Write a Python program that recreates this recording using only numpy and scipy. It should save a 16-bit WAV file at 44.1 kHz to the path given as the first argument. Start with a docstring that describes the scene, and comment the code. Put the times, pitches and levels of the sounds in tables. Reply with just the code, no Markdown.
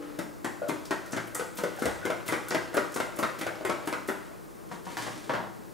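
"""In a hard-walled kitchen, close to the camera, a spoon beats raw eggs in a thin plastic bowl.
Each stroke splashes into the egg (shaped noise and sharp drops), slaps it and knocks the wall (ringing modes);
egg swirls and clucks between blows. Later a turner is picked up, dragged over the stone counter and laid down:
rattles, ringing modes and grainy noise. Echoes and standing waves follow every blow, over the quiet of the room."""
import sys
import numpy as np
from scipy import signal
from scipy.fft import rfft, irfft, next_fast_len
from scipy.io import wavfile
from scipy.ndimage import uniform_filter1d

SR = 44100
rng = np.random.default_rng(int(sys.argv[2]) if len(sys.argv) > 2 else 0)


def unload_audio(sound):
    """Save the sound as a 16-bit wav file, at the path given as the first command line argument."""
    columns = np.transpose(np.atleast_2d(sound))
    # keep every value between -1 and 1, then stretch to whole-number steps
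    steps = np.round(np.clip(columns, -1, 1) * 32767)
    wavfile.write(sys.argv[1], SR, steps.astype(np.int16))


N = 252693
SIZE = next_fast_len(N + SR)  # room for the scene and a second of echoes
HZ = np.fft.rfftfreq(SIZE, 1 / SR)
# Levels of sounds on the counter are source levels, before the path to the microphone.


def gain_of(db):
    """Amplitude factor of a level in dB."""
    return 10 ** (np.asarray(db) / 20)


def evened(x):
    """Scales x to an RMS of one."""
    return x / np.sqrt(np.mean(x ** 2) + 1e-20)


def read(points, hz):
    """Reads a curve of (pitch_hz, value) rows, straight between points on a log pitch scale."""
    point_hz, value = np.transpose(points)
    return np.interp(np.log(hz + 1), np.log(point_hz + 1), value)


def level(curve):
    """Gain over time from (start_s, level_db) rows, silent outside them."""
    s, db = np.transpose(curve)
    return gain_of(np.interp(np.arange(N) / SR, s, db, left=-120, right=-120))


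def add(mix, s, sound):
    """Lays a sound into the mix at s seconds, cut at the end of the mix."""
    part = mix[round(s * SR):][:len(sound)]
    part += sound[:len(part)]


def coloured(x, db):
    """Gives x the spectrum db(hz) through a causal, minimum-phase filter."""
    log_gain = np.maximum(db(abs(np.fft.fftfreq(4096, 1 / SR))), -100) * np.log(10) / 20
    taps = np.fft.ifft(np.exp(np.conj(signal.hilbert(log_gain)))).real[:2048]
    return signal.oaconvolve(x, taps)[:len(x)]


def burst(length_s, rise_s=0.0004):
    """A dying rattle of tiny contacts, spread evenly over all pitches; the shape is applied one and a half times."""
    t = np.arange(4096) / SR
    noise, unevenness = rng.standard_normal((2, len(t)))
    shape = (1 - np.exp(-t / rise_s)) * np.exp(-t / length_s)
    spectrum = rfft(noise * np.exp(0.72 * unevenness) * shape)
    even = irfft(spectrum / np.sqrt(uniform_filter1d(abs(spectrum) ** 2, size=9)))
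    return even * np.sqrt(shape + 1e-9)


def peaked(x, db):
    """Sets the RMS of the loudest 6 ms to db."""
    return gain_of(db) * x / np.sqrt(np.max(uniform_filter1d(x ** 2, size=256)))


def grains(per_s, spread_db):
    """Noise broken into short grains of uneven size."""
    starts = rng.random(N) < per_s / SR
    size = gain_of(spread_db * np.minimum(rng.exponential(1, N), 4)) * starts
    return evened(rng.standard_normal(N) * (0.99 + signal.lfilter([1], [1, -.99], size)))


def swell(start, end, rise_s, db, fade_db_per_s):
    """Gain that rises quickly at start, fades steadily and stops at end."""
    t = np.arange(N) / SR
    edges = np.clip((t - start) / rise_s, 0, 1) ** 2 * np.clip((end - t) / rise_s, 0, 1)
    return edges * gain_of(db - fade_db_per_s * np.maximum(t - start - rise_s, 0))


# left-right likeness of diffuse sound: pitch_hz, likeness (1 same, 0 unrelated, -1 opposite)
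DIFFUSE_SAME = [(25, -0.9), (60, -0.93), (130, -0.85), (290, -0.28), (640, -0.38), (1410, -0.23),
                (3100, 0.92), (6820, 0.95), (15000, -0.2)]
# left-right balance of diffuse sound: pitch_hz, left_minus_right_db
DIFFUSE_BALANCE = [(60, -1), (380, 4.5), (1300, 1.5), (5000, 0)]


def diffuse(a, b, likeness=DIFFUSE_SAME):
    """Blends two unrelated spectra into the pair that the microphone ports hear."""
    same = np.clip(read(likeness, HZ), -1, 1)
    half = gain_of(read(DIFFUSE_BALANCE, HZ) / 2)
    return np.array([a * half, (same * a + np.sqrt(1 - same ** 2) * b) / half])


# spectrum of the quiet room: pitch_hz, level_db (per Hz, relative)
AIR_COLOUR = [(12, -42), (20, -10.5), (50, -6), (91, -13), (123, -5), (146, -9), (187, -5), (301, -13),
              (328, -0.5), (357, -9.5), (399, -8.5), (434, -9.5), (759, -17), (1090, -17), (3160, -35.5),
              (16000, -34.5)]
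AIR_DB = -44


def room_air():
    """The quiet of the room: steady diffuse noise in the colour of the room."""
    pair = diffuse(*rfft(rng.standard_normal((2, SIZE))))
    air = irfft(pair * gain_of(read(AIR_COLOUR, HZ)), SIZE)[:, :N]
    return gain_of(AIR_DB) * evened(air)


# the kitchen still rings from an earlier blow: pitch_hz, level_db (before the side gains), t60_s
RINGING = [(295, -41.5, 1.9), (338, -44, .6), (443, -49, 0.86), (492, -48, 1.3), (630, -59, .8),
           (825, -54, 0.93)]


def ringing():
    """Dying standing waves, each a decaying sine, stronger on the left."""
    t, tones = np.arange(N) / SR, 0
    for hz, db, t60 in RINGING:
        tones = tones + gain_of(db - 60 * t / t60) * np.sin(2 * np.pi * (hz * t + rng.random()))
    return tones * gain_of([[4.], [-1.5]])  # left, right dB


# egg swirling round the bowl between blows: start_s, level_db
SWIRL = [(0.0, -44), (0.14, -50.5), (0.3, -73), (0.51, -71), (0.62, -51.5), (1.43, -50), (1.76, -43),
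         (2.02, -43), (2.09, -44.5), (3.55, -47.5), (4.29, -49), (4.4, -65)]
# spectrum of the swirl: pitch_hz, level_db (per Hz, relative)
SWIRL_COLOUR = [(47, -67), (80, -14.5), (304, -13), (451, -9.5), (587, 0.5), (669, -16), (1290, -6),
                (2330, -15.5), (15000, -38.5)]


def swirl():
    """Egg running round the bowl: coloured grains of noise that swell and sink."""
    return level(SWIRL) * evened(coloured(grains(300, 5.4), lambda hz: read(SWIRL_COLOUR, hz)))


BLOW_RISE_S = 0.002998
THUD_DB, HOLLOW_THUD_DB = 6.5, -2  # beside the sum of the ringing modes
THUD_CYCLES, THUD_LAG_CYCLES, HOLLOW_LAG_CYCLES = 0.59, 1.446, 1.737
CONTACTS_PER_S, CONTACTS_S = 1000, 0.014  # chatter rate and its decay time


def thud(t, hz, lag_cycles, db):
    """The wall dents once under the push and springs back: a cosine in a short bell envelope."""
    turns = hz * t - lag_cycles
    return gain_of(db) * np.cos(2 * np.pi * turns) * np.exp(-(turns / THUD_CYCLES) ** 2)


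def chatter(t, rise):
    """The spoon edge chatters on the wet wall: random pulses and one firm contact."""
    chance, size = rng.random((2, len(t)))
    contacts = (chance < CONTACTS_PER_S / SR) * (2 * size - 1) * np.exp(-t / CONTACTS_S) * rise
    contacts[round(BLOW_RISE_S * SR)] += .45
    return contacts


# modes of the bowl: part (0 body, 1 hollow, 2 wall), pitch_hz and level_db (both nominal, shifted at each blow), t60_s
BOWL = [(0, 175, 0, 0.028), (0, 212, -2, 0.021), (0, 297, -2.5, 0.015), (0, 380, 4, 0.032),
        (0, 480, 3, 0.043), (1, 634, 0.5, 0.033), (1, 1453, -18, 0.034), (2, 860, -3, 0.0049),
        (2, 1006, 2, 0.0097), (2, 1296, -1.5, .011), (2, 1482, -1, 0.014), (2, 1780, -2.5, 0.0065),
        (2, 1947, -2, 0.017)]
# spoon and egg hit the bowl: start_s, wall_db, then beside the wall: body_db, hollow_db, tick_db;
# then the pitch of the struck spot in each part: body_hz, hollow_hz, wall_hz
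BLOWS = [(0.188, -31, 5, 1.5, -8, 273, 525, 1300), (0.444, -25, -1, -7, -13, 303, 580, 1250),
         (0.686, -33.5, 6.5, -15, -3, 306, 650, 1120), (0.693, -25, 0, -13, -12.5, 318, 580, 990),
         (0.907, -24, -0.5, -1.5, -7.5, 339, 570, 1000), (1.129, -28, 0, -7, -12, 222, 567, 1300),
         (1.164, -28, -3, -5, -8, 300, 575, 1300), (1.173, -27.5, -9, 0.5, -13, 355, 595, 1300),
         (1.35, -28.5, -15, -7, -20, 400, 580, 1360), (1.394, -27.5, 0.5, -9, -9, 397, 554, 1230),
         (1.584, -29, -4, -4.5, -7, 187, 530, 1380), (1.635, -25, -1, 3.5, -10.5, 396, 528, 1330),
         (1.819, -26.5, 4.5, -10, -12, 360, 520, 1190), (1.855, -25, 3, 4.5, -5.5, 397, 548, 1720),
         (1.864, -30.5, 1, 0, -12, 443, 556, 1400), (1.873, -30, -6, -1, -20, 350, 785, 900),
         (2.051, -27, 2, -4, -15, 360, 526, 1290), (2.1, -25.5, -1, 1, -10.5, 476, 565, 1480),
         (2.116, -37.5, -11, 3, -20, 450, 594, 1000), (2.286, -25, -4.5, -4, -11, 229, 560, 1420),
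         (2.322, -25.5, 2.5, -7, -6, 404, 520, 1400), (2.328, -25, -12, -4.5, -20, 386, 570, 1810),
         (2.508, -22, -5, -3.5, -29, 360, 570, 1180), (2.545, -21, -4, 3, -9, 376, 571, 1220),
         (2.729, -36, -6, -6, -12, 404, 510, 1450), (2.742, -26, -1.5, 1, -22, 270, 556, 1250),
         (2.767, -20, -6, -1, -9, 430, 532, 1470), (2.774, -22.5, -7, -4, -26, 410, 540, 1480),
         (2.959, -25.5, -1, -2, -9.5, 383, 556, 1200), (3.0005, -23.5, -5, 4, -9, 375, 560, 1300),
         (3.187, -25, -4.5, -0.5, -17, 249, 550, 1000), (3.227, -22.5, -5.5, -3, -12, 370, 543, 1230),
         (3.232, -24.5, -12, -0.5, -11, 410, 560, 1400), (3.41, -27.5, -3.5, -7, -5.5, 267, 590, 1400),
         (3.464, -26.5, -6, 3, -10, 300, 565, 1300), (3.608, -42.5, 8, 14, -8, 366, 563, 1000),
         (3.648, -23.5, -2.5, -1, -14, 388, 560, 985), (3.694, -21.5, -6.5, 1.5, -11.5, 385, 560, 1030),
         (3.872, -26, -1.5, -15, -12, 292, 595, 1110), (3.925, -24, -6, 0.5, -10.5, 314, 560, 1150),
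         (4.085, -24.5, -0.5, -8, -14.5, 348, 585, 1100), (4.311, -49, 7, 8, -12, 350, 570, 1000)]


def blow(s, db, body_db, hollow_db, tick_db, body_hz, hollow_hz, wall_hz):
    """A soft push dents the bowl and rings its low modes and hollow; the spoon edge chatters on the wall."""
    t = np.arange(4096) / SR
    rise = 1 - np.exp(-t / BLOW_RISE_S)
    parts = np.zeros((3, len(t)))  # body, hollow, wall
    for (part, hz, mode_db, t60), (spot, detune) in zip(BOWL, rng.standard_normal((len(BOWL), 2))):
        if part == 1:
            turns = hz * hollow_hz / 590 * (t + 0.5 * t ** 2)  # the pocket of air shrinks: pitch rises
        else:
            turns = hz * (1 + 0.034 * detune) * t
            # modes near the struck spot's pitch ring most
            loss_db, spot_hz = (11, wall_hz) if part else (8.4, body_hz)
            mode_db -= loss_db * abs(np.log2(hz / spot_hz))
        parts[int(part)] += gain_of(mode_db + 2.3 * spot - 60 * t / t60) * np.sin(2 * np.pi * turns)
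    parts[:2] *= rise  # the egg cushions the push
    parts[0] -= thud(t, body_hz, THUD_LAG_CYCLES, THUD_DB)
    parts[1] -= thud(t, hollow_hz, HOLLOW_LAG_CYCLES, HOLLOW_THUD_DB)
    parts[2] = signal.fftconvolve(parts[2], chatter(t, rise))[:len(t)]
    tick_colour = [(1500, -32.5), (2600, -1.5), (4000, -3.5), (9000, -8.5), (15000, -16.5)]
    tick = coloured(burst(0.0055, BLOW_RISE_S), lambda hz: read(tick_colour, hz))
    sounds, beside_db = [*parts, tick], [body_db, hollow_db, 0, tick_db]
    return sum(peaked(sound, db + d) for sound, d in zip(sounds, beside_db))


SPLASH_RISE = .2  # share of the length
POPS_PER_S, POP_DB = 110, 6  # pops beside the spray, before colouring
# egg spatters as the spoon cuts in: start_s, level_db, centre_hz, length_s (given to burst), narrow_db (per octave)
SPLASHES = [(0.188, -37, 5800, 0.0059, 3), (0.4445, -36, 7700, 0.0099, 18), (0.682, -38.5, 8440, .012, 9),
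            (0.852, -39, 5030, .0092, 8), (1.056, -45, 5460, 0.017, 4), (1.1186, -35, 6570, 0.014, 21),
            (1.272, -47, 11000, .008, 18), (1.3464, -28, 8500, 0.0078, 15),
            (1.3517, -29.5, 8500, 0.001, 16), (1.55, -45, 12500, 0.014, 14), (1.569, -33.5, 9000, 0.015, 1),
            (1.76, -46, 8000, 0.011, 3), (1.79, -40, 5730, 0.02, 6), (1.82, -37, 9400, 0.014, 14),
            (2.049, -35.5, 6800, 0.016, 7), (2.2598, -36.5, 6500, 0.017, -1), (2.278, -33, 9350, .014, 16),
            (2.2795, -30.5, 2640, 0.0031, 12), (2.483, -32, 9600, 0.0085, 5),
            (2.5053, -27.5, 5140, .0088, 16), (2.74, -37, 9000, 0.014, 8), (2.9206, -44, 9000, 0.013, -2),
            (2.94, -34.5, 7250, .012, 9), (2.961, -35.5, 8100, 0.0079, 17), (3.16, -43, 10000, 0.01, 9),
            (3.186, -32, 9900, 0.011, 3), (3.386, -34, 9900, 0.014, -2.5), (3.409, -44, 5800, 0.0046, 4),
            (3.6495, -36.5, 8240, 0.0098, 13), (3.856, -44.5, 8270, .01, 2),
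            (3.8725, -35.5, 9400, 0.0068, 11), (4.074, -38.5, 9800, 0.023, 6)]


def splash(db, centre_hz, length_s, narrow_db):
    """Fine droplets: a rattle with a few sharp pops, filtered into a treble hump."""
    spray = burst(length_s, SPLASH_RISE * length_s)
    t = np.arange(len(spray)) / SR
    chance, size = rng.random((2, len(spray)))
    pops = (chance < POPS_PER_S / SR) * (2 * size - 1) * np.exp(-t / (2 * length_s))
    spray = peaked(spray, 0) + gain_of(POP_DB) * pops
    return peaked(coloured(spray, lambda hz: -narrow_db * abs(np.log2((hz + 1) / centre_hz))), db)


DROP_DB, DROP_S, DROP_NARROW_DB = 3.5, .0003, 14  # lift of all drops, decay s, narrowness dB an octave
# single drops burst sharply: start_s, level_db (peak, before the lift DROP_DB), centre_hz
DROPS = [(0.1882, -36, 8400), (0.4452, -35, 8900), (0.6855, -32, 9600), (1.1121, -33, 8300),
         (1.1225, -30, 6700), (1.3484, -22, 8800), (1.3547, -21, 9200), (1.5596, -37, 12700),
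         (1.5801, -23, 11300), (1.5897, -31, 10000), (1.6356, -33, 7900), (1.6416, -30, 7500),
         (1.788, -35, 8100), (1.8257, -29, 9900), (1.8558, -22, 8300), (2.0574, -29, 8800),
         (2.2599, -34, 11100), (2.2659, -34, 10100), (2.2802, -28, 9200), (2.2862, -23, 10700),
         (2.4846, -27, 10200), (2.4896, -29, 10100), (2.7477, -26, 10100), (2.7678, -33, 7200),
         (2.7739, -30, 8200), (2.922, -31, 10300), (2.9483, -30, 8700), (2.9648, -26, 9600),
         (3.0009, -30, 7800), (3.0066, -28, 6900), (3.1603, -34, 9900), (3.1664, -27, 9800),
         (3.1895, -31, 10100), (3.1958, -24, 11800), (3.3879, -35, 11300), (3.3941, -33, 10300),
         (3.4181, -27, 9900), (3.6503, -30, 7800), (3.702, -32, 7300), (3.8561, -39, 9500),
         (4.0759, -36, 9600)]


def drop(db, centre_hz):
    """One sharp treble tick: a very short noise burst filtered round its centre pitch."""
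    t = np.arange(1024) / SR
    noise = rng.standard_normal(len(t)) * np.exp(-t / DROP_S)
    tick = coloured(noise, lambda hz: -DROP_NARROW_DB * abs(np.log2((hz + 1) / centre_hz)))
    return gain_of(db + DROP_DB) * tick / abs(tick).max()


# pockets of air cluck in the egg: start_s, level_db, pitch_hz (at the start), t60_s, glide (share of pitch per s)
CLUCKS = [(0.618, -23.5, 593, .028, 0.5), (0.619, -41, 1440, .04, -1), (0.632, -26, 610, .055, 0.5),
          (0.631, -43, 1500, 0.054, -4), (0.651, -33, 630, .07, 0.5), (0.67, -31, 635, .04, -1),
          (0.672, -43, 1300, 0.033, 0), (1.053, -43, 1440, 0.036, -2.8), (1.787, -32.5, 776, 0.033, -2.8),
          (1.788, -35.5, 1524, .04, -5), (1.882, -30, 830, 0.045, -2.8), (2.029, -32, 1500, 0.042, -1.5),
          (2.125, -30.5, 1470, .06, -1.5), (2.483, -37, 1480, .03, -2)]


def cluck(db, hz, t60, glide):
    """A pocket of air: a short gliding tone with a soft start."""
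    t = np.arange(4096) / SR
    tone = np.sin(2 * np.pi * hz * (t + glide * t ** 2 / 2))
    return peaked((1 - np.exp(-t / 0.0021)) * gain_of(-60 * t / t60) * tone, db)


JOLT_S, JOLT_DB, JOLT_RISE_S, JOLT_FADE_DB_PER_S = 1.834, -42, 0.025, 71


def jolt():
    """The camera is jolted once: a fading rumble of low noise at the microphone."""
    colour = [(15, -20), (40, -11), (70, 0), (120, -6), (300, -80)]  # pitch_hz, level_db
    pair = diffuse(*rfft(rng.standard_normal((2, SIZE))), [(20, -.5), (100, -.3)])
    rumble = irfft(pair * gain_of(read(colour, HZ)), SIZE)[:, :N]
    return swell(JOLT_S, JOLT_S + 1, JOLT_RISE_S, JOLT_DB, JOLT_FADE_DB_PER_S) * evened(rumble)


KNOCK_S = 0.015  # length given to burst
# spectrum of the turner's rattle before the brightness tilt: pitch_hz, level_db (per Hz, relative)
TURNER = [(59, -29), (100, -11), (180, 2), (300, -9), (450, -6), (620, -3), (748, -0.5), (1160, -4.5),
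          (1290, -7.5), (1810, -6), (2370, -19), (2990, -19), (15000, -46)]
# ringing modes of the turner: pitch_hz, t60_s
TURNER_MODES = [(620, .09), (755, 0.065), (950, 0.09), (1090, .07), (1170, 0.053), (1420, 0.059),
                (1610, 0.028), (1770, 0.032), (1950, 0.055)]
# the turner knocks the counter: start_s, level_db, bright_db (per octave), ring_db (beside the rattle), ring_hz
KNOCKS = [(4.689, -50, 8, -12, 900), (4.713, -33, -1.5, -3, 790), (4.866, -36, -1.5, 2.5, 950),
          (4.969, -26, 5.5, -5, 860), (5.064, -30, 2.5, -6, 610), (5.078, -34.5, 0.5, -6, 620),
          (5.294, -20.5, 0, -5, 700), (5.302, -27, 0, -6, 1110), (5.318, -27, -1, -8, 950),
          (5.335, -24.5, 1, -1, 746), (5.351, -27.5, 1.3, -4, 930), (5.375, -32, -2, -4, 800),
          (5.4, -33, -0.5, -6, 750), (5.43, -34.5, -2, -4, 705)]


def knock(db, bright_db, ring_db, ring_hz):
    """A hard, rattling contact with the colour of the turner, and the ring of modes near the struck spot."""
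    t = np.arange(4096) / SR
    ring = np.zeros(len(t))
    for hz, t60 in TURNER_MODES:
        fade = gain_of(-12 * abs(np.log2(hz / ring_hz)) - 60 * t / t60)
        ring += fade * np.sin(2 * np.pi * (hz * t + rng.random()))
    ring *= 1 - np.exp(-t / 0.0016)
    rattle = coloured(burst(KNOCK_S), lambda hz: read(TURNER, hz) + bright_db * np.log2((hz + 100) / 1000))
    return peaked(rattle, db) + peaked(ring, db + ring_db)


DRAG_RISE_S = .016
# spectrum of turner on stone: pitch_hz, level_db (per Hz, relative)
SLIDE_COLOUR = [(59, -38), (100, -4), (310, -6), (352, -15), (607, -11), (748, -17), (1000, -11),
                (9460, -23), (15000, -37)]
# pulls of the turner, each with a quick start; the first and last fade, the middle one stays level:
# start_s, end_s, level_db, fade_db (per s)
DRAGS = [(4.704, 4.8, -40, 300), (4.838, 4.971, -44.5, 1), (4.961, 5.296, -35.5, 43)]


def drags():
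    """The turner is dragged on stone: coloured grains of noise under the gain of each pull."""
    pulls = sum(swell(start, end, DRAG_RISE_S, db, fade) for start, end, db, fade in DRAGS)
    return pulls * evened(coloured(grains(300, 2.8), lambda hz: read(SLIDE_COLOUR, hz)))


def near():
    """Everything that sounds on the counter, summed in mono."""
    mix = np.zeros(N)
    for row in BLOWS:
        add(mix, row[0], blow(*row))
    for table, play in ((SPLASHES, splash), (DROPS, drop), (CLUCKS, cluck), (KNOCKS, knock)):
        for s, *row in table:
            add(mix, s, play(*row))
    return mix + swirl() + drags()


# balance of the direct sound: pitch_hz, left_minus_right_db
NEAR_BALANCE = [(60, 14), (200, 10.5), (380, 10.5), (700, 1), (1300, 1.5), (2400, -0.5), (15000, 1.5)]
# phase of the direct sound: pitch_hz, left_lead_radians
NEAR_PHASE = [(100, 0.11), (340, 0.33), (600, -0.95), (1120, -0.83), (2930, -0.64), (7000, 0.57),
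              (15000, 0.86)]


def direct_path():
    """Left and right response of the short path: level and phase differ between the microphone ports."""
    half = gain_of(read(NEAR_BALANCE, HZ) / 2) * np.exp(.5j * read(NEAR_PHASE, HZ))
    return np.array([half, 1 / half])


# left-right likeness of the echoes: pitch_hz, likeness (1 same, 0 unrelated, -1 opposite)
ECHO_SAME = [(60, -0.85), (130, 0.2), (290, 0.91), (640, 0.5), (1410, 0.36), (3100, 0.86), (6820, 0.99),
             (15000, -0.19)]
# standing waves between the walls: pitch_hz, level_db (of the whole ring), t60_s
KITCHEN_MODES = [(115.6, -20.5, 0.93), (175, -24.5, 0.47), (204, -29, .5), (302, -25, 0.78),
                 (325.2, -26.5, 0.41), (350, -25, 0.59), (385.7, -22.5, 0.41), (490, -24, 0.31),
                 (558, -31, .35), (585, -31, 0.26), (630, -35, .3)]


def standing():
    """Response of the standing waves between the walls: decaying sines."""
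    t, tail = np.arange(SR) / SR, 0
    for hz, db, t60 in KITCHEN_MODES:
        wave = gain_of(-60 * t / t60) * np.sin(2 * np.pi * (hz * t + rng.random((2, 1))))
        tail = tail + gain_of(db) * wave / np.linalg.norm(wave[0])
    return diffuse(*rfft(tail, SIZE), ECHO_SAME)


EARLY_DB, EARLY_S = -1.5, 0.023  # counter and tiles close by strengthen the first echoes
# decay of the echoes, apart from the early lift: pitch_hz, t60_s
KITCHEN_T60 = [(100, 0.51), (300, 0.43), (700, 0.58), (1500, 0.62), (3000, 0.59), (7000, 0.62),
               (14000, 0.48)]


def kitchen():
    """Response of the hard walls: sparse echoes dying band by band."""
    taps = np.zeros((2, SR))
    at = np.arange(160, SR - 10, 10) + rng.integers(0, 10, (2, (SR - 161) // 10))  # one in every 10 samples
    np.put_along_axis(taps, at, rng.choice([-1., 1.], at.shape), 1)
    early = 1 + gain_of(EARLY_DB) * np.exp(-np.arange(SR) / SR / EARLY_S)
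    hz, t, bands = signal.stft(taps * early, SR, nperseg=256)
    fade = gain_of(-60 * t / read(KITCHEN_T60, hz)[:, None])
    tail = signal.istft(bands * fade, SR, nperseg=256)[1][:, :SR]
    return diffuse(*rfft(tail / np.linalg.norm(tail[0]), SIZE), ECHO_SAME)


KITCHEN_DB = 1.3
# rates of the sharing between echo responses: rate_hz
SHARING_HZ = [.9, 7, 16, 29]


def shared_echoes(sound):
    """Slow and fast sines share sound between random echo responses: the reverberation is smooth and untuned."""
    t, heard = np.arange(N) / SR, 0
    for hz in SHARING_HZ:
        for share in (np.cos(2 * np.pi * hz * t), np.sin(2 * np.pi * hz * t)):
            heard = heard + rfft(sound * share, SIZE) * kitchen()
    return gain_of(KITCHEN_DB) * heard / np.sqrt(len(SHARING_HZ))


def scene():
    """The counter heard directly and through the kitchen, with the old ringing, the room's quiet and the jolt."""
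    sound = near()
    spectrum = rfft(sound, SIZE)
    heard = spectrum * (direct_path() + standing()) + shared_echoes(sound)
    # small things send out little bass; above 150 Hz an even -6 dB
    small = gain_of(read([(30, -36), (90, -16), (150, -6)], HZ))
    return irfft(heard * small, SIZE)[:, :N] + ringing() + room_air() + jolt()


EDGE_HZ = 15750


def record(dry):
    """The microphone drops the deep bass; then the band limit takes off the top treble."""
    thin = signal.sosfilt(signal.butter(2, 20, "high", fs=SR, output="sos"), dry)
    low_pass = signal.firwin(511, EDGE_HZ, window=("kaiser", 9), fs=SR)
    return signal.oaconvolve(thin, low_pass[None], "same")


dry = scene()
out = record(dry)
unload_audio(out)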